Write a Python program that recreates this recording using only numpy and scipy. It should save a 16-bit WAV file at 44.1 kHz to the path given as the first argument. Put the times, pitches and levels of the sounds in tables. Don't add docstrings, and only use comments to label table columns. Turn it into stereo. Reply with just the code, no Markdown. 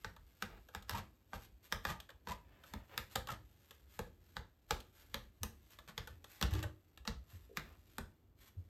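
import sys
import numpy as np
from scipy import signal
from scipy.fft import rfft, irfft, next_fast_len
from scipy.io import wavfile
from scipy.ndimage import uniform_filter1d

SR = 44100
rng = np.random.default_rng(int(sys.argv[2]) if len(sys.argv) > 2 else 0)


def put_to_file(sound):
    columns = np.atleast_2d(sound).T
    safe = np.clip(columns, -1, 1)
    whole_steps = np.round(safe * 32767)
    wavfile.write(sys.argv[1], SR, whole_steps.astype(np.int16))


N = 383209

# start_s, tube_ring_db, ring_centre_hz, fibre_crack_db, tip_tick_db, post_knock_db
SNAPS = [(0.0459, -49, 1550, -51.5, -61, -52.5), (0.4236, -46.5, 1470, -46.5, -48.5, -51),
         (0.749, -49.5, 1420, -54, -48.5, -54), (0.8945, -51, 1180, -48, -40, -57.5),
         (1.3323, -49, 1100, -62.5, -69, -51.5), (1.724, -41, 1460, -43.5, -39.5, -48.5),
         (1.8514, -42.5, 1530, -47, -48, -49), (2.272, -52.5, 980, -60, -64, -53),
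         (2.7369, -52.5, 1010, -57.5, -52.5, -49.5), (2.9775, -47, 1230, -47, -38.5, -53.5),
         (3.158, -43.5, 890, -45, -38, -47.5), (3.9913, -47.5, 800, -54, -46.5, -46.5),
         (4.3671, -48, 1190, -51, -64, -53.5), (4.7084, -41, 874, -40.5, -37.5, -45.5),
         (5.1433, -49.5, 1090, -47, -44.5, -50), (5.4327, -49.5, 1160, -62, -35.5, -50),
         (5.9786, -51.5, 1580, -46.5, -53, -51), (6.413, -49, 1250, -47, -46, -45),
         (6.426, -45, 1300, -38, -42, -42.5), (7.076, -47, 1180, -43, -55, -46),
         (7.5714, -49.5, 1570, -45, -46, -49.5), (7.983, -49.5, 1380, -55, -45, -49)]
# start_s, tube_thud_db, tip_scratch_db
CATCHES = [(0.163, -61, -67.5), (0.686, -60.5, -66.5), (0.824, -77, -63), (2.001, -66, -55.5),
           (2.09, -56, -67), (2.102, -62, -64), (2.636, -59.5, -67), (3.154, -43.5, -47.5),
           (3.271, -53, -53.5), (3.286, -45, -58), (3.708, -62.5, -59.5), (4.802, -68, -58.5),
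           (5.787, -57, -61), (6.073, -51.5, -55.5), (6.242, -58.5, -59), (6.536, -54, -50.5),
           (6.551, -53, -55.5), (6.627, -54.5, -49), (6.636, -46, -57), (6.974, -62.5, -61.5),
           (7.051, -55, -64)]
# start_s, length_s, level_db, ring_centre_hz
RIPS = [(0.904, 0.087, -48, 1170), (1.333, 0.025, -52.5, 955), (1.864, 0.056, -45.5, 1210),
        (2.274, 0.048, -48, 970), (3.284, 0.045, -48, 1260), (5.876, 0.02, -52.5, 1400),
        (6.507, 0.096, -53, 1400)]
# start_s, length_s, level_db, pitch_hz
SQUAWKS = [(0.943, 0.015, -45, 945), (0.96, 0.017, -54, 1124), (1.901, 0.021, -48.5, 920),
           (2.271, 0.056, -47.5, 968.4), (3.292, 0.013, -46, 1290)]
# start_s, length_s, level_db
BRUSHES = [(1.265, 0.19, -71), (1.624, 0.034, -62.5), (2.617, 0.083, -70.5), (3.093, 0.042, -63.5),
           (3.86, 0.11, -71.5), (4.918, 0.11, -69), (5.687, 0.05, -65.5), (6.244, 0.15, -67.5),
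           (7.264, 0.097, -70), (8.372, 0.11, -66.5)]
# start_s, length_s, level_db
SLIDES = [(0.469, 0.12, -68), (2.359, 0.5, -73.5), (2.876, 0.079, -61), (7.631, 0.124, -71)]
# start_s, level_db, pitch_hz
THUMPS = [(0.19, -59.5, 60), (0.523, -52, 50), (0.921, -48.5, 92), (3.318, -54.5, 96), (5.408, -49, 92.8),
          (6.097, -55.5, 93), (6.438, -41, 62.4), (6.517, -34, 97), (6.567, -41.5, 92), (6.638, -46, 89.2),
          (7.16, -49.5, 60.3), (7.329, -52, 88), (8.564, -51, 88.2)]
# start_s, level_db, pitch_hz
CREAKS = [(6.535, -51, 370), (6.62, -56.5, 570), (7.489, -62, 444)]

# pitch_hz, level_db, t60_s (time to fall 60 dB)
POST_MODES = [(476, -1.5, 0.039), (535, -1, 0.034), (881, 0.5, 0.025), (1029, -0.5, 0.017),
              (1259, -0.5, 0.021), (1609, 2, 0.022), (1910, -0.5, 0.014), (2335, -1.5, 0.011)]
# pitch_hz, level_db, t60_s
KNOCK_MODES = [(146, -2.5, 0.052), (190.3, 11, 0.035), (402.4, 1.5, 0.027)]
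# pitch_hz, level_db, t60_s
ROOM_MODES = [(223, 0.5, 0.17), (313.2, -1.5, 0.69), (360.6, -5, 0.67)]

# frequency_hz, level_db
CRACK = [(350, -15.5), (1900, 1), (2600, -5.5), (3600, 0.5), (5200, -5.5), (8500, -14.5), (14000, -35)]
TICK = [(1500, -18), (7000, -12.5), (12500, -11), (16500, -34)]
FIBRE = [(300, 3), (1000, 12), (3500, 5.5), (6500, -1), (13000, -3), (16000, -34.5)]
CLAW = [(2200, -7), (3500, -1), (5000, -9.5), (13000, -11), (16000, -34)]
FUR = [(400, -3.5), (1500, 3), (3600, 0.5), (6000, -4), (13200, -1), (16000, -34.5)]
PAD = [(300, -0.5), (750, 1), (2200, -2.5), (7000, -26)]
RATTLE = [(90, -13), (200, 1.5), (320, -7), (470, -1.5), (800, -5), (1600, -38)]
SCUFF = [(60, 11), (400, -7), (900, -27), (3000, -46)]
ROOM_COLOUR = [(50, 4), (250, 3), (3000, -2.5), (13000, -8.5)]
AIR = [(25, -15), (76, 2.5), (641, -11.5), (3430, -31), (8140, -50), (10200, -42), (12500, -36.5),
       (14000, -31), (16000, -47)]
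RUMBLE = [(20, -19.5), (45, 2), (95, 4), (130, -11.5), (330, -13), (2000, -62.5)]
# frequency_hz, gain_db
MICROPHONE = [(20, -27), (40, -0.5), (7500, 1), (9000, 0), (10000, -19.5), (10700, -2.5), (11800, 4.5)]
# frequency_hz, t60_s
ROOM_T60 = [(60, 0.32), (420, 0.32), (1100, 0.26)]
# frequency_hz, left_minus_right_db
PORT_BALANCE = [(500, -1.9), (1100, -4.5), (1900, -4), (3300, 9.5), (5500, 0), (8000, 0.5)]
# frequency_hz, left_lead_radians
PORT_PHASE = [(600, 0), (1900, 1.28), (3500, .5), (5600, 0.82), (7500, 0), (9000, -2.3), (12000, -1.1)]

AGE = np.arange(SR // 4) / SR


def undb(db):
    return 10 ** (np.asarray(db) / 20)


def along(points, hz):
    table_hz, value = np.transpose(points)
    return np.interp(np.log(hz + 0.0011), np.log(table_hz), value)


def level(x, db, seconds):
    return x * undb(db) / np.sqrt(np.sum(x ** 2) / (seconds * SR) + 1e-18)


def add(track, s, x):
    i = max(int(s * SR), 0)
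    track[..., i:i + x.shape[-1]] += x[..., :max(N - i, 0)]


def colour(x, points, size=8192):
    gain = undb(along(points, np.fft.rfftfreq(size, 1 / SR)))
    cepstrum = irfft(np.log(gain))
    cepstrum[1:size // 2] *= 2
    cepstrum[size // 2 + 1:] = 0
    response = irfft(np.exp(rfft(cepstrum)))
    return signal.fftconvolve(x, response / np.linalg.norm(response))[:len(x)]


def mode(hz, t60):
    return np.sin(2 * np.pi * hz * AGE) * np.exp(-np.log(1000) * AGE / t60)


def walk(rate):
    k = int(SR / rate)
    steps = np.repeat(rng.standard_normal(N // k + 1), k)
    slow = uniform_filter1d(uniform_filter1d(steps, k), k)[:N]
    return slow / slow.std()


def slips(n, rate, spread_db):
    hit = rng.random(n) < rate / SR
    sign = rng.choice([-1, 1], n)
    size = np.minimum(rng.exponential(1, n), 3.5)
    return np.where(hit, sign * undb(spread_db * size), 0.0)


def burst(decay_s, slip_db=2, travel_s=0.001603):
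    hz = np.fft.rfftfreq(len(AGE), 1 / SR)
    spread = np.exp(-4j * np.pi * travel_s * np.sqrt(1000 * hz))
    click = irfft(spread, len(AGE)) * np.exp(-20 * AGE)
    trail = rng.standard_normal(len(AGE)) * np.exp(-AGE / decay_s)
    return click + level(trail, slip_db, 1 / SR)


def stroke(seconds, rise_s, fall_s):
    t = np.arange(int((seconds + 4 * fall_s) * SR)) / SR
    return np.minimum(t / rise_s, 1) * np.exp(-np.maximum(t - seconds, 0) / fall_s)


def post(centre_hz, focus_db=6, scatter_db=1.0, detune=0.043, linger_db=-20, linger=3.5):
    chance = rng.standard_normal((len(POST_MODES), 2))
    out = 0
    for k, ((hz, db, t60), (a, b)) in enumerate(zip(POST_MODES, chance)):
        octaves_away = abs(np.log2(hz / centre_hz))
        gain = (-1) ** k * undb(db - focus_db * octaves_away + scatter_db * a)
        fade = np.exp(-np.log(1000) * AGE / t60)
        fade = fade + undb(linger_db) * np.exp(-np.log(1000) * AGE / (linger * t60))
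        out = out + gain * fade * np.sin(2 * np.pi * hz * (1 + detune * b) * AGE)
    return out


def thump(hz, swell_s):
    phase = 2 * np.pi * np.cumsum(hz * np.ones(len(AGE))) / SR
    return np.sin(phase) * (AGE / swell_s) ** 2 * np.exp(-2 * AGE / swell_s)


def snaps(rock_db=3.5, rock_hz=54, rock_delay_s=0.02294, strain_db=-19, scrape_db=-14):
    body, crack, tick, fibres = np.zeros((4, N))
    for s, ring_db, hz, crack_db, tick_db, knock_db in SNAPS:
        low = sum(undb(db) * mode(f * (1 + 0.093 * rng.standard_normal()), t60) for f, db, t60 in KNOCK_MODES)
        knock = low * (1 - np.exp(-AGE / 0.039))
        tube = post(hz)
        add(body, s, level(tube, ring_db, 0.033))
        add(body, s + 0.0015, level(knock, knock_db, 0.011))
        add(body, s + rock_delay_s, level(thump(rock_hz, swell_s=0.0041), knock_db + rock_db, 0.021))
        add(crack, s, level(burst(decay_s=0.0025), crack_db, 0.021))
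        add(tick, s, level(burst(decay_s=0.00094), tick_db, 0.0031))
        strain = slips(len(AGE), rate=3700, spread_db=13.5) * np.exp(-AGE / 0.0041)
        strain = strain[:SR // 25][::-1]
        scrape = slips(len(AGE), rate=520, spread_db=7.0) * np.exp(-AGE / 0.0095)
        for start, force, db in (s - len(strain) / SR, strain, strain_db), (s + 0.0051, scrape, scrape_db):
            add(fibres, start, level(force, crack_db + db, 0.023))
            add(body, start, level(signal.fftconvolve(force, tube), ring_db + db, 0.026))
    return np.array([body, colour(crack, CRACK) + colour(tick, TICK) + colour(fibres, FIBRE)])


def catches(rise_s=0.0012, fall_s=0.0034):
    body, tip = np.zeros((2, N))
    give = (1 - np.exp(-AGE / rise_s)) * np.exp(-AGE / fall_s)
    for s, thud_db, scratch_db in CATCHES:
        force = give * slips(len(AGE), rate=5000, spread_db=2.5)
        nudge = signal.fftconvolve(force, post(centre_hz=1300))
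        add(body, s, level(nudge, thud_db, 0.012))
        add(tip, s, level(force, scratch_db, 0.014))
    return np.array([body, colour(tip, CLAW)])


def rips(ring_db=-6.5, crackle_db=-3, knock_db=-6.0, snag_db=4):
    body, crackle = np.zeros((2, N))
    low = sum(undb(db) * mode(hz, t60) for hz, db, t60 in KNOCK_MODES)
    for start, seconds, db, hz in RIPS:
        press = stroke(seconds, rise_s=0.041 * seconds, fall_s=0.011)
        strands = abs(slips(len(press), rate=170, spread_db=-8.5))
        snags = signal.fftconvolve(strands, np.exp(-AGE / 0.0022))[:len(press)]
        press = press * (1 + undb(snag_db) * snags)
        force = press * slips(len(press), rate=450, spread_db=3)
        fray = press * slips(len(press), rate=1300, spread_db=5)
        ring = signal.fftconvolve(force, post(hz, focus_db=9.5))
        add(body, start, level(ring, db + ring_db, seconds))
        add(body, start, level(signal.fftconvolve(force, low), db + knock_db, seconds))
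        add(crackle, start, level(force + .5 * fray, db + crackle_db, seconds))
    return np.array([body, colour(crackle, FIBRE)])


def squawks(jitter=0.05, rough_db=3.0, overtone_db=-17):
    out = np.zeros(N)
    waver, grip = walk(rate=400), np.tanh(walk(rate=540))
    for start, seconds, db, hz in SQUAWKS:
        press = stroke(seconds, rise_s=0.0015, fall_s=0.0022)
        now = int(start * SR) + np.arange(len(press))
        phase = 2 * np.pi * np.cumsum(hz * (1 + jitter * waver[now])) / SR
        tone = np.sin(phase) + undb(overtone_db) * np.sin(2 * phase)
        add(out, start, level(press * undb(rough_db * grip[now]) * tone, db, seconds))
    return out


def clawing():
    tube, fibres = snaps() + catches() + rips()
    return tube + squawks(), fibres


def rattles(rattle_db=-5, decay_s=0.016, rise_s=0.0028):
    out = np.zeros(N)
    shake = (1 - np.exp(-AGE / rise_s)) * np.exp(-AGE / decay_s)
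    for s, *_, knock_db in SNAPS:
        chatter = shake * slips(len(AGE), rate=700, spread_db=1.5)
        add(out, s, level(chatter, knock_db + rattle_db, 0.0082))
    return colour(out, RATTLE)


def brushes(patchy_db=2, pull_s=0.032, pull_db=-29):
    out = np.zeros(N)
    pulls = [(s - pull_s, pull_s, ring_db + pull_db) for s, ring_db, *_ in SNAPS if s > pull_s]
    for start, seconds, db in BRUSHES + pulls:
        press = stroke(seconds, rise_s=seconds / 2, fall_s=0.014)
        hairs = press * slips(len(press), rate=5800, spread_db=6.0)
        add(out, start, level(hairs, db, seconds))
    return colour(out * undb(patchy_db * walk(rate=43)), FUR)


def slides(patchy_db=2):
    out = np.zeros(N)
    for start, seconds, db in SLIDES:
        press = stroke(seconds, rise_s=0.27 * seconds, fall_s=0.008)
        rub = press * slips(len(press), rate=1400, spread_db=2.0)
        add(out, start, level(rub, db, seconds))
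    return colour(out * undb(patchy_db * walk(rate=29)), PAD)


def loose_fibres(hair_db=-78.5, patchy_db=5, spring_db=-16, spring_s=0.011):
    patches = undb(patchy_db * np.tanh(walk(rate=8.3)))
    hairs = level(slips(N, rate=3600, spread_db=5.5) * patches, hair_db, N / SR)
    t = np.arange(N) / SR
    resting = (t > SNAPS[-1][0]) & (t < BRUSHES[-1][0])
    hairs = hairs * (1 - resting / 2)
    for s, _, _, crack_db, *_ in SNAPS:
        spring = slips(len(AGE), rate=1800, spread_db=3.0) * np.exp(-AGE / spring_s)
        add(hairs, s, level(spring, crack_db + spring_db, spring_s))
    return colour(hairs, FUR)


def thumps(scuff_db=-11, sway_db=-71, sway_hz=62, totter=0.22):
    out, scuff = np.zeros((2, N))
    pace_curve = 1 + totter * np.tanh(walk(rate=130))
    paces = pace_curve[:len(THUMPS) * len(AGE)].reshape(-1, len(AGE))
    for (s, db, hz), pace in zip(THUMPS, paces):
        push = level(thump(hz * pace, swell_s=0.017), db, 0.039)
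        add(out, s, push)
        add(scuff, s, abs(push) * rng.standard_normal(len(push)))
    small_shifts = slips(N, rate=2.7, spread_db=0.5)
    sway = signal.fftconvolve(small_shifts, thump(sway_hz, swell_s=0.018))[:N]
    return out + undb(scuff_db) * colour(scuff, SCUFF) + level(sway, sway_db, N / SR)


def creaks():
    out = np.zeros(N)
    press = stroke(0.027, rise_s=0.0043, fall_s=0.0087)
    for s, db, hz in CREAKS:
        ring = mode(hz, t60=0.018)
        soft_ring = signal.fftconvolve(ring, ring)
        force = press * slips(len(press), rate=1300, spread_db=-1.0)
        add(out, s, level(signal.fftconvolve(force, soft_ring), db, 0.03))
    return out


def ports(x):
    n = next_fast_len(N, True)
    hz = np.fft.rfftfreq(n, 1 / SR)
    half = undb(along(PORT_BALANCE, hz) / 2) * np.exp(.5j * along(PORT_PHASE, hz))
    return irfft(rfft(x, n) * np.array([half, 1 / half]), n)[:, :N]


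def echoes(wet_db=-5, early_db=-8, modes_db=-22, build_s=0.00033, wide_hz=300):
    n = SR // 2
    t, hz = np.arange(n) / SR, np.fft.rfftfreq(n, 1 / SR)
    mid, side = rfft(rng.standard_normal((2, n)))
    apart = hz / (hz + wide_hz)
    noise = np.array([mid + apart * side, mid - apart * side]) * undb(along(ROOM_COLOUR, hz))
    octave = np.round(np.log2(np.maximum(hz, 32)))
    tail = 0
    for k in np.unique(octave):
        fade = np.exp(-np.log(1000) * t / along(ROOM_T60, 2 ** k))
        tail = tail + irfft(noise * (octave == k)) * fade
    tail = level(tail * (1 - np.exp(-(t / build_s) ** 2)), wet_db, 2 / SR)
    early = irfft(rfft(rng.standard_normal((2, n))) * apart) * t * np.exp(-t / 0.0018)
    lingering = sum(rng.choice([-1, 1]) * undb(db) * mode(f, t60) for f, db, t60 in ROOM_MODES)
    tail[:, :len(AGE)] += level(lingering, modes_db, 1 / SR)
    return tail + level(early, early_db, 2 / SR)


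def room(x):
    hop = SR // 2
    padded, out = np.pad(x, (hop, 2 * hop)), np.zeros((2, N + 4 * hop))
    fade = np.sin(np.pi * np.arange(2 * hop) / (2 * hop))
    for i in range(0, N + hop, hop):
        piece = fade * padded[i:i + 2 * hop]
        wet = signal.fftconvolve(piece[None], echoes(), axes=1)
        out[:, i:i + wet.shape[1]] += wet
    return out[:, hop:hop + N]


def background(air_db=-81, rumble_db=-69):
    mid, left, right = (colour(rng.standard_normal(N), AIR) for _ in range(3))
    air = undb(air_db) * (mid + 1.8 * np.array([left, right]))
    sway_db = 4 * np.tanh(walk(rate=9))
    rumble = colour(rng.standard_normal(N) * undb(rumble_db + sway_db), RUMBLE)
    return air + rumble


def scene(tube_room_db=-6, fibre_room_db=-3, floor_room_db=-2.5):
    tube, fibres = clawing()
    far_tube, far_fibres = clawing()
    rustle = rattles() + slides() + brushes() + loose_fibres()
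    floor = thumps() + creaks()
    tube_send, fibre_send, floor_send = undb([tube_room_db, fibre_room_db, floor_room_db])
    near_wall = tube_send * tube + fibre_send * fibres + rustle + floor_send * floor
    far_wall = tube_send * far_tube + fibre_send * far_fibres
    direct = ports(tube + fibres + rustle) + floor
    return direct + room(near_wall) + room(far_wall) + background()


def record(dry, top_hz=16500):
    n = next_fast_len(N, True)
    gain = undb(along(MICROPHONE, np.fft.rfftfreq(n, 1 / SR)))
    heard = irfft(rfft(dry, n) * gain, n)[:, :N]
    return signal.sosfilt(signal.ellip(8, .2, 70, top_hz, fs=SR, output="sos"), heard)


dry = scene()
out = record(dry)
put_to_file(out)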